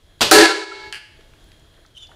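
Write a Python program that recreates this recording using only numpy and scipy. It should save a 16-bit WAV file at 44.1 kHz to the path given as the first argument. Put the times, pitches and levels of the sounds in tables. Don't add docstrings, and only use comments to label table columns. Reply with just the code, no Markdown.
import sys
import numpy as np
from scipy import signal
from scipy.fft import rfft, irfft, next_fast_len
from scipy.io import wavfile
from scipy.ndimage import uniform_filter1d, minimum_filter1d, map_coordinates

SR = 44100
rng = np.random.default_rng(int(sys.argv[2]) if len(sys.argv) > 2 else 0)


def boost(x):
    u = np.asarray(x, float) / 20
    return 10 ** u


def transcribe(u):
    v = np.clip(np.atleast_2d(u).T, -1, 1)
    q = np.round(v * 32767).astype(np.int16)
    wavfile.write(sys.argv[1], SR, q)


N = 94815
STRIKE_S = 0.3122


def unit(x):
    return x / np.sqrt(np.mean(x ** 2) + 1e-20)


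def along(points, hz):
    f, v = np.transpose(points)
    return np.interp(np.log(hz + 1), np.log(f + 1), v)


def wobble(rate):
    knots = rng.standard_normal(int(N * rate / SR) + 4)
    return map_coordinates(knots, [np.arange(N) * rate / SR])


def filtered(x, response):
    m = next_fast_len(len(x) + 8192)
    h = response(np.fft.rfftfreq(m, 1 / SR))
    h = h / np.sqrt(np.mean(np.abs(h) ** 2))
    return irfft(rfft(x, m) * h, m)[:len(x)]


def resonance(f, centre, width, db):
    return boost(db) * 1j * f * width / (centre * centre - f * f + 1j * f * width)


def resonances(peaks):
    return lambda f: sum((-1) ** k * resonance(f, *peak) for k, peak in enumerate(peaks))


def causal(colour):
    def response(f):
        c = irfft(np.log(np.maximum(boost(along(colour, f)), 1e-5)))
        c[1:len(c) // 2] *= 2
        c[len(c) // 2 + 1:] = 0
        return np.exp(rfft(c))
    return response


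def bursts(rows):
    t = np.arange(N) / SR
    x = np.zeros(N)
    for start, db, t60 in rows:
        fade = boost(db - 60 * np.abs(t - start) / t60)
        x += fade * (t >= start) * rng.standard_normal(N)
    return x


def clicks(rows):
    x = np.zeros(N)
    for start, db, t60 in rows:
        x[round(start * SR)] = boost(db) * np.sqrt(SR * t60 / np.log(1000) / 2)
    return x


def room(x, wet_db, feed=None):
    # frequency in Hz, time to fall by 60 dB in seconds.
    fading = [(100, 0.51), (350, 0.57), (1500, 0.64), (4000, 0.7), (8000, 0.57), (11500, 0.4),
              (13500, 0.24), (16000, 0.098)]
    hz, t, z = signal.stft(rng.standard_normal(SR), SR, nperseg=256)
    fade = boost(-60 * t / along(fading, hz)[:, None])
    tail = signal.istft(z / np.abs(z) * fade, SR, nperseg=256)[1]
    tail = np.pad(tail / np.linalg.norm(tail), (round(0.004 * SR), 0))
    source = x if feed is None else feed
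    return x + boost(wet_db) * signal.fftconvolve(source, tail)[:N]


def knock(rows, colour, body, ring_db, wet_db):
    def response(f):
        lift = 1 + boost(ring_db) * sum(resonance(f, *peak) for peak in body)
        return causal(colour)(f) * lift
    return room(filtered(bursts(rows), response), wet_db, filtered(clicks(rows), response))


def room_air_and_hum():
    # frequency in Hz, level in dB per Hz.
    air_colour = [(12, -30), (20, -1), (100, -7.5), (226, -22), (365, -21), (1870, -33.5), (3380, -30.5),
                  (15000, -48), (16800, -65)]
    # frequency in Hz, width in Hz, level in dB.
    machine = [(320, 37, 2), (653, 27, 1.5), (1660, 250, -7.5), (2180, 130, -16), (3270, 110, -1.5),
               (4140, 200, -11.5), (6820, 48, -12.5), (9700, 94, -18), (10650, 140, -14.5)]
    air = unit(filtered(rng.standard_normal(N), lambda f: boost(along(air_colour, f))))
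    hum = unit(filtered(rng.standard_normal(N), resonances(machine)))
    patchy_db = -3.5
    return boost(-51 + patchy_db * wobble(1.5)) * air + boost(-61.5 + patchy_db * wobble(10.0)) * hum


def creaks():
    # start in seconds, level in dB, centre in Hz, time to fall by 60 dB in seconds,
    # width as a share of the centre.
    joints = [(1.19, -47, 403, .05, .8), (1.2087, -44.5, 1810, 0.022, 2), (1.3355, -46, 1773, 0.017, 1.5),
              (1.4415, -55.5, 7000, 0.02, 1.8), (1.5174, -42, 2900, 0.013, 1.2),
              (1.5663, -56.5, 3310, 0.0062, 1.1), (1.596, -53, 4500, 0.011, 1.5),
              (1.649, -51.5, 1497, 0.029, 0.25), (1.7412, -50, 1960, 0.016, 1.8),
              (1.778, -52.5, 1200, 0.039, 1.5), (1.789, -53, 398.6, 0.061, 0.96),
              (1.849, -48, 1373, 0.032, 0.68), (1.8629, -48, 5020, 0.013, 0.81),
              (2.0677, -56, 4540, 0.0082, 2), (2.069, -47.5, 4650, .04, .4), (2.091, -49.5, 800, 0.049, .7),
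              (2.105, -48.5, 684, 0.053, .7), (2.116, -41, 1110, 0.029, 1.6),
              (2.13, -50.5, 910, 0.045, 1.3), (2.139, -54, 890, 0.05, 0.89)]
    x = np.zeros(N)
    for start, db, hz, t60, width in joints:
        joint = resonances([(hz, width * hz, 0)])
        x += filtered(bursts([(start, db, t60)]), lambda f: joint(f) ** 3)
    return room(x, -11.5)


def stick_slip(rows, overtones):
    # frequency in Hz, level in dB per Hz.
    haze_colour = [(2000, -19.5), (2900, -10.5), (3700, -2.5), (4200, -18), (6000, -13), (7500, -23.5),
                   (12000, -38), (16000, -50.5)]
    t = np.arange(N) / SR
    start, hz, db = np.transpose(rows)
    level_db = np.interp(t, start, db, -120, -120)
    pitch = np.interp(t, start, hz) * (1 + 0.012 * wobble(400))
    turn = 2 * np.pi * np.cumsum(pitch) / SR
    sharp = boost(0.7 * (level_db + 36))
    tone = np.sin(turn) + sharp * sum(boost(g) * np.sin(k * turn) for k, g in overtones)
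    rough_level = boost(level_db + 3 * wobble(420))
    haze = boost(-12) * filtered(rng.standard_normal(N), lambda f: boost(along(haze_colour, f)))
    haze_level = uniform_filter1d(boost(level_db), size=round(0.011 * SR))
    return tone * rough_level + haze * haze_level


def squeak():
    # time in seconds, pitch in Hz, level in dB.
    lower = [
        (1.945, 3100, -59),
        (1.962, 3115, -44.5),
        (1.97, 2980, -43.5),
        (1.979, 3014, -33.5),
        (1.984, 3233, -40.5),
        (1.991, 3105, -69.5),
        (2.003, 3057, -44.5),
        (2.022, 3100, -45.5),
        (2.053, 2863, -46),
        (2.061, 2930, -63.5),
    ]
    higher = [
        (1.979, 3600, -71),
        (1.986, 3650, -43),
        (2.002, 3600, -50),
        (2.019, 3550, -45),
        (2.028, 3450, -36.5),
        (2.046, 3490, -44.5),
        (2.061, 3480, -47),
        (2.071, 3480, -80.5),
    ]
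    # multiple of the pitch, level in dB at full force.
    overtones = [
        [(2, -18), (3, -18), (4, -30)],
        [(2, -12), (3, -25), (4, -40)],
    ]
    return room(stick_slip(lower, overtones[0]) + stick_slip(higher, overtones[1]), -10)


def dart_landing():
    # start in seconds, level in dB, time to fall by 60 dB in seconds.
    hits = [
        (.9256, -15.5, 0.0057),
        (.927, -32, 0.015),
        (.932, -35, 0.0079),
        (.945, -29.5, 0.0092),
        (.955, -33.5, 0.024),
    ]
    # frequency in Hz, level in dB per Hz.
    colour = [(400, -24), (1200, -13.5), (1700, -7), (3100, -3.5), (3600, -16.5), (6800, -22),
              (9800, -19.5), (14000, -35)]
    # frequency in Hz, width in Hz, level in dB.
    body = [(1700, 100, 10.5), (2800, 900, -3), (4290, 250, 3), (4690, 264, 12)]
    return knock(hits, colour, body, ring_db=1.5, wet_db=-1)


def tin_blows():
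    # start in seconds, level in dB, time to fall by 60 dB in seconds.
    strike = [
        (.3122, 6.5, 0.027),
        (.316, -1.5, .06),
    ]
    rattles = [
        (.36, -5, 0.02),
        (.385, 4.5, 0.022),
        (.409, -2.5, 0.018),
        (.428, -19, 0.0097),
        (.457, -1, 0.01),
        (.505, -11, 0.011),
    ]
    # frequency in Hz, level in dB per Hz.
    strike_colour = [(60, -58.5), (240, -31), (330, -15.5), (800, -12.5), (2500, -12.5), (4500, -12),
                     (9000, -14.5), (16000, -24)]
    rattle_colour = [(200, -46), (400, -10), (1700, -7), (2400, -5.5), (4500, -7.5), (7000, -28),
                     (16000, -60.5)]
    # frequency in Hz, width in Hz, level in dB.
    body = [(330, 73, 21.5), (420, 10, 7), (590, 35, 9), (770, 96, 4.5), (1344, 120, 5.5), (1690, 50, 9),
            (4070, 410, 1.5), (4505, 180, 1.5)]
    blow = knock(strike, strike_colour, body, ring_db=-1, wet_db=3.5)
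    return blow + knock(rattles, rattle_colour, body, ring_db=-1, wet_db=-3.5)


def tin_ring():
    pitches = [328, 389, 422, 587, 770, 985, 1325, 1549, 1678, 1722, 2199, 2742, 4570, 4139]
    # level in dB, time to fall by 60 dB in seconds, beats in Hz,
    # rise in seconds.
    tones = [(-2, 0.53, 3.1, 0.006), (-7.5, 0.66, 5.2, 0.0034), (2.5, 0.53, 5.5, 0.015),
             (-14.5, 0.48, 5.2, 0.0068), (-9, 0.38, 9.2, .004), (-14, 0.75, 36, 0.005),
             (-14, 0.69, 14, 0.001), (-4.5, 0.3, 3.4, 0.0012), (2.5, 0.64, 5.4, 0.12), (3.5, 0.31, 14, 0.1),
             (-17.5, 1, 7, 0.011), (-8.5, 0.47, 16, .02), (-24.5, 1, 3.7, .02), (-23.5, 0.66, 17, .02)]
    t = np.maximum(np.arange(N) / SR - STRIKE_S, 0)
    ring = np.zeros(N)
    for hz, (db, t60, beat, rise) in zip(pitches, tones):
        level = boost(db - 60 * t / t60 + 2.5 * wobble(45)) * (1 - np.exp(-t / rise))
        beating = 1 + 0.22 * np.cos(2 * np.pi * beat * t)
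        ring += level * beating * np.sin(2 * np.pi * hz * t + 0.3 * wobble(39.62))
    return room(boost(-6) * ring, -4)


def plate():
    now = np.arange(N) / SR
    t = np.maximum(now - STRIKE_S, 0)
    drop_db = -3.5 * (now > 0.91)
    rise = (1 - np.exp(-t / 0.22)) ** 2
    return boost(-22.5 - 60 * t / 1.34 + drop_db) * rise * np.sin(2 * np.pi * 858 * t)


def shivers():
    # middle in seconds, level in dB, pitch in Hz, half length in seconds.
    moments = [(0.319, 3.5, 1300, 0.004), (0.326, -13.5, 770, 0.042), (0.358, -3.5, 1690, 0.015),
               (0.363, -12, 590, 0.013), (0.394, -19, 1321, 0.0049), (0.387, -8, 1690, 0.013),
               (0.392, -7.5, 421.5, 0.027), (0.408, -8, 1683, 0.011), (0.413, -11.5, 1843, 0.016),
               (0.431, -3.5, 1700, 0.0081), (0.434, -14.5, 330, 0.06), (0.456, -9, 1698, 0.0088),
               (0.458, -20.5, 708, 0.027), (0.47, -17, 2130, 0.018), (0.508, -15.5, 1366, 0.03),
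               (0.513, -37, 420, 0.022), (0.55, -20, 1680, 0.026), (0.567, -36, 400, 0.074),
               (0.62, -20.5, 1700, 0.0061), (0.632, -26.5, 420, 0.021), (0.633, -28.5, 1309, 0.02),
               (.722, -23.5, 1348, 0.007)]
    now = np.arange(N) / SR
    t = np.maximum(now - STRIKE_S, 0)
    x = np.zeros(N)
    for middle, db, hz, half in moments:
        swell = np.exp(-2 * ((now - middle) / half) ** 2)
        x += boost(db) * swell * np.sin(2 * np.pi * hz * t)
    return x


def rifle_shot():
    # start in seconds, level in dB, time to fall by 60 dB in seconds.
    contacts = [
        (.1945, -46, 0.012),
        (.2055, -37, 0.0033),
        (.2078, -13.5, 0.081),
        (.2148, -8, 0.087),
        (.2172, -13, 0.02),
        (.2195, -10.5, 0.027),
        (.228, -13, .03),
    ]
    # frequency in Hz, level in dB per Hz.
    colour = [(40, -28), (100, -17), (450, -17), (1900, -22.5), (3200, -20), (4900, -19.5), (5600, -22.5),
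              (14000, -37)]
    # frequency in Hz, width in Hz, level in dB.
    body = [(580, 41, 11), (1000, 60, 6), (2742, 450, 3.5), (3380, 200, 0.5), (3960, 370, 0.5),
            (4640, 67, 1.5)]
    return knock(contacts, colour, body, ring_db=-4, wet_db=-0.5)


def scene():
    rifle = rifle_shot() + creaks() + squeak()
    target = tin_blows() + tin_ring() + plate() + shivers()
    return (rifle + target + dart_landing() + room_air_and_hum())[None]


def band_limit(x):
    return signal.sosfilt(signal.butter(12, 16990, fs=SR, output="sos"), x)


def record(dry):
    # time in seconds, gain in dB.
    riding = [(0, -0.5), (0.202, -0.5), (.3, -3), (0.457, -1.5), (0.473, -4.5), (0.518, -4), (.53, -7),
              (.64, -5.5), (0.651, -9.5), (.76, -1.5), (0.872, 6), (0.922, 2.5), (0.98, 2), (0.99, -2.5),
              (1.09, -2), (1.11, -2), (1.4, 0.5), (2.15, -1.56)]
    x = dry * boost(np.interp(np.arange(N) / SR, *np.transpose(riding)))
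    need = np.minimum(1, boost(4.5) / (np.abs(x) + 1e-9))
    held = minimum_filter1d(need, size=round(0.006 * SR))
    x = x * uniform_filter1d(held, size=round(0.026 * SR))
    top, knee = 0.85, 6.6
    x = x / (1 + np.abs(x / top) ** knee) ** (1 / knee)
    x = signal.sosfilt(signal.cheby2(22, 60, 15950, fs=SR, output='sos'), x)
    return band_limit(x)


dry = scene()
out = record(dry)
transcribe(out)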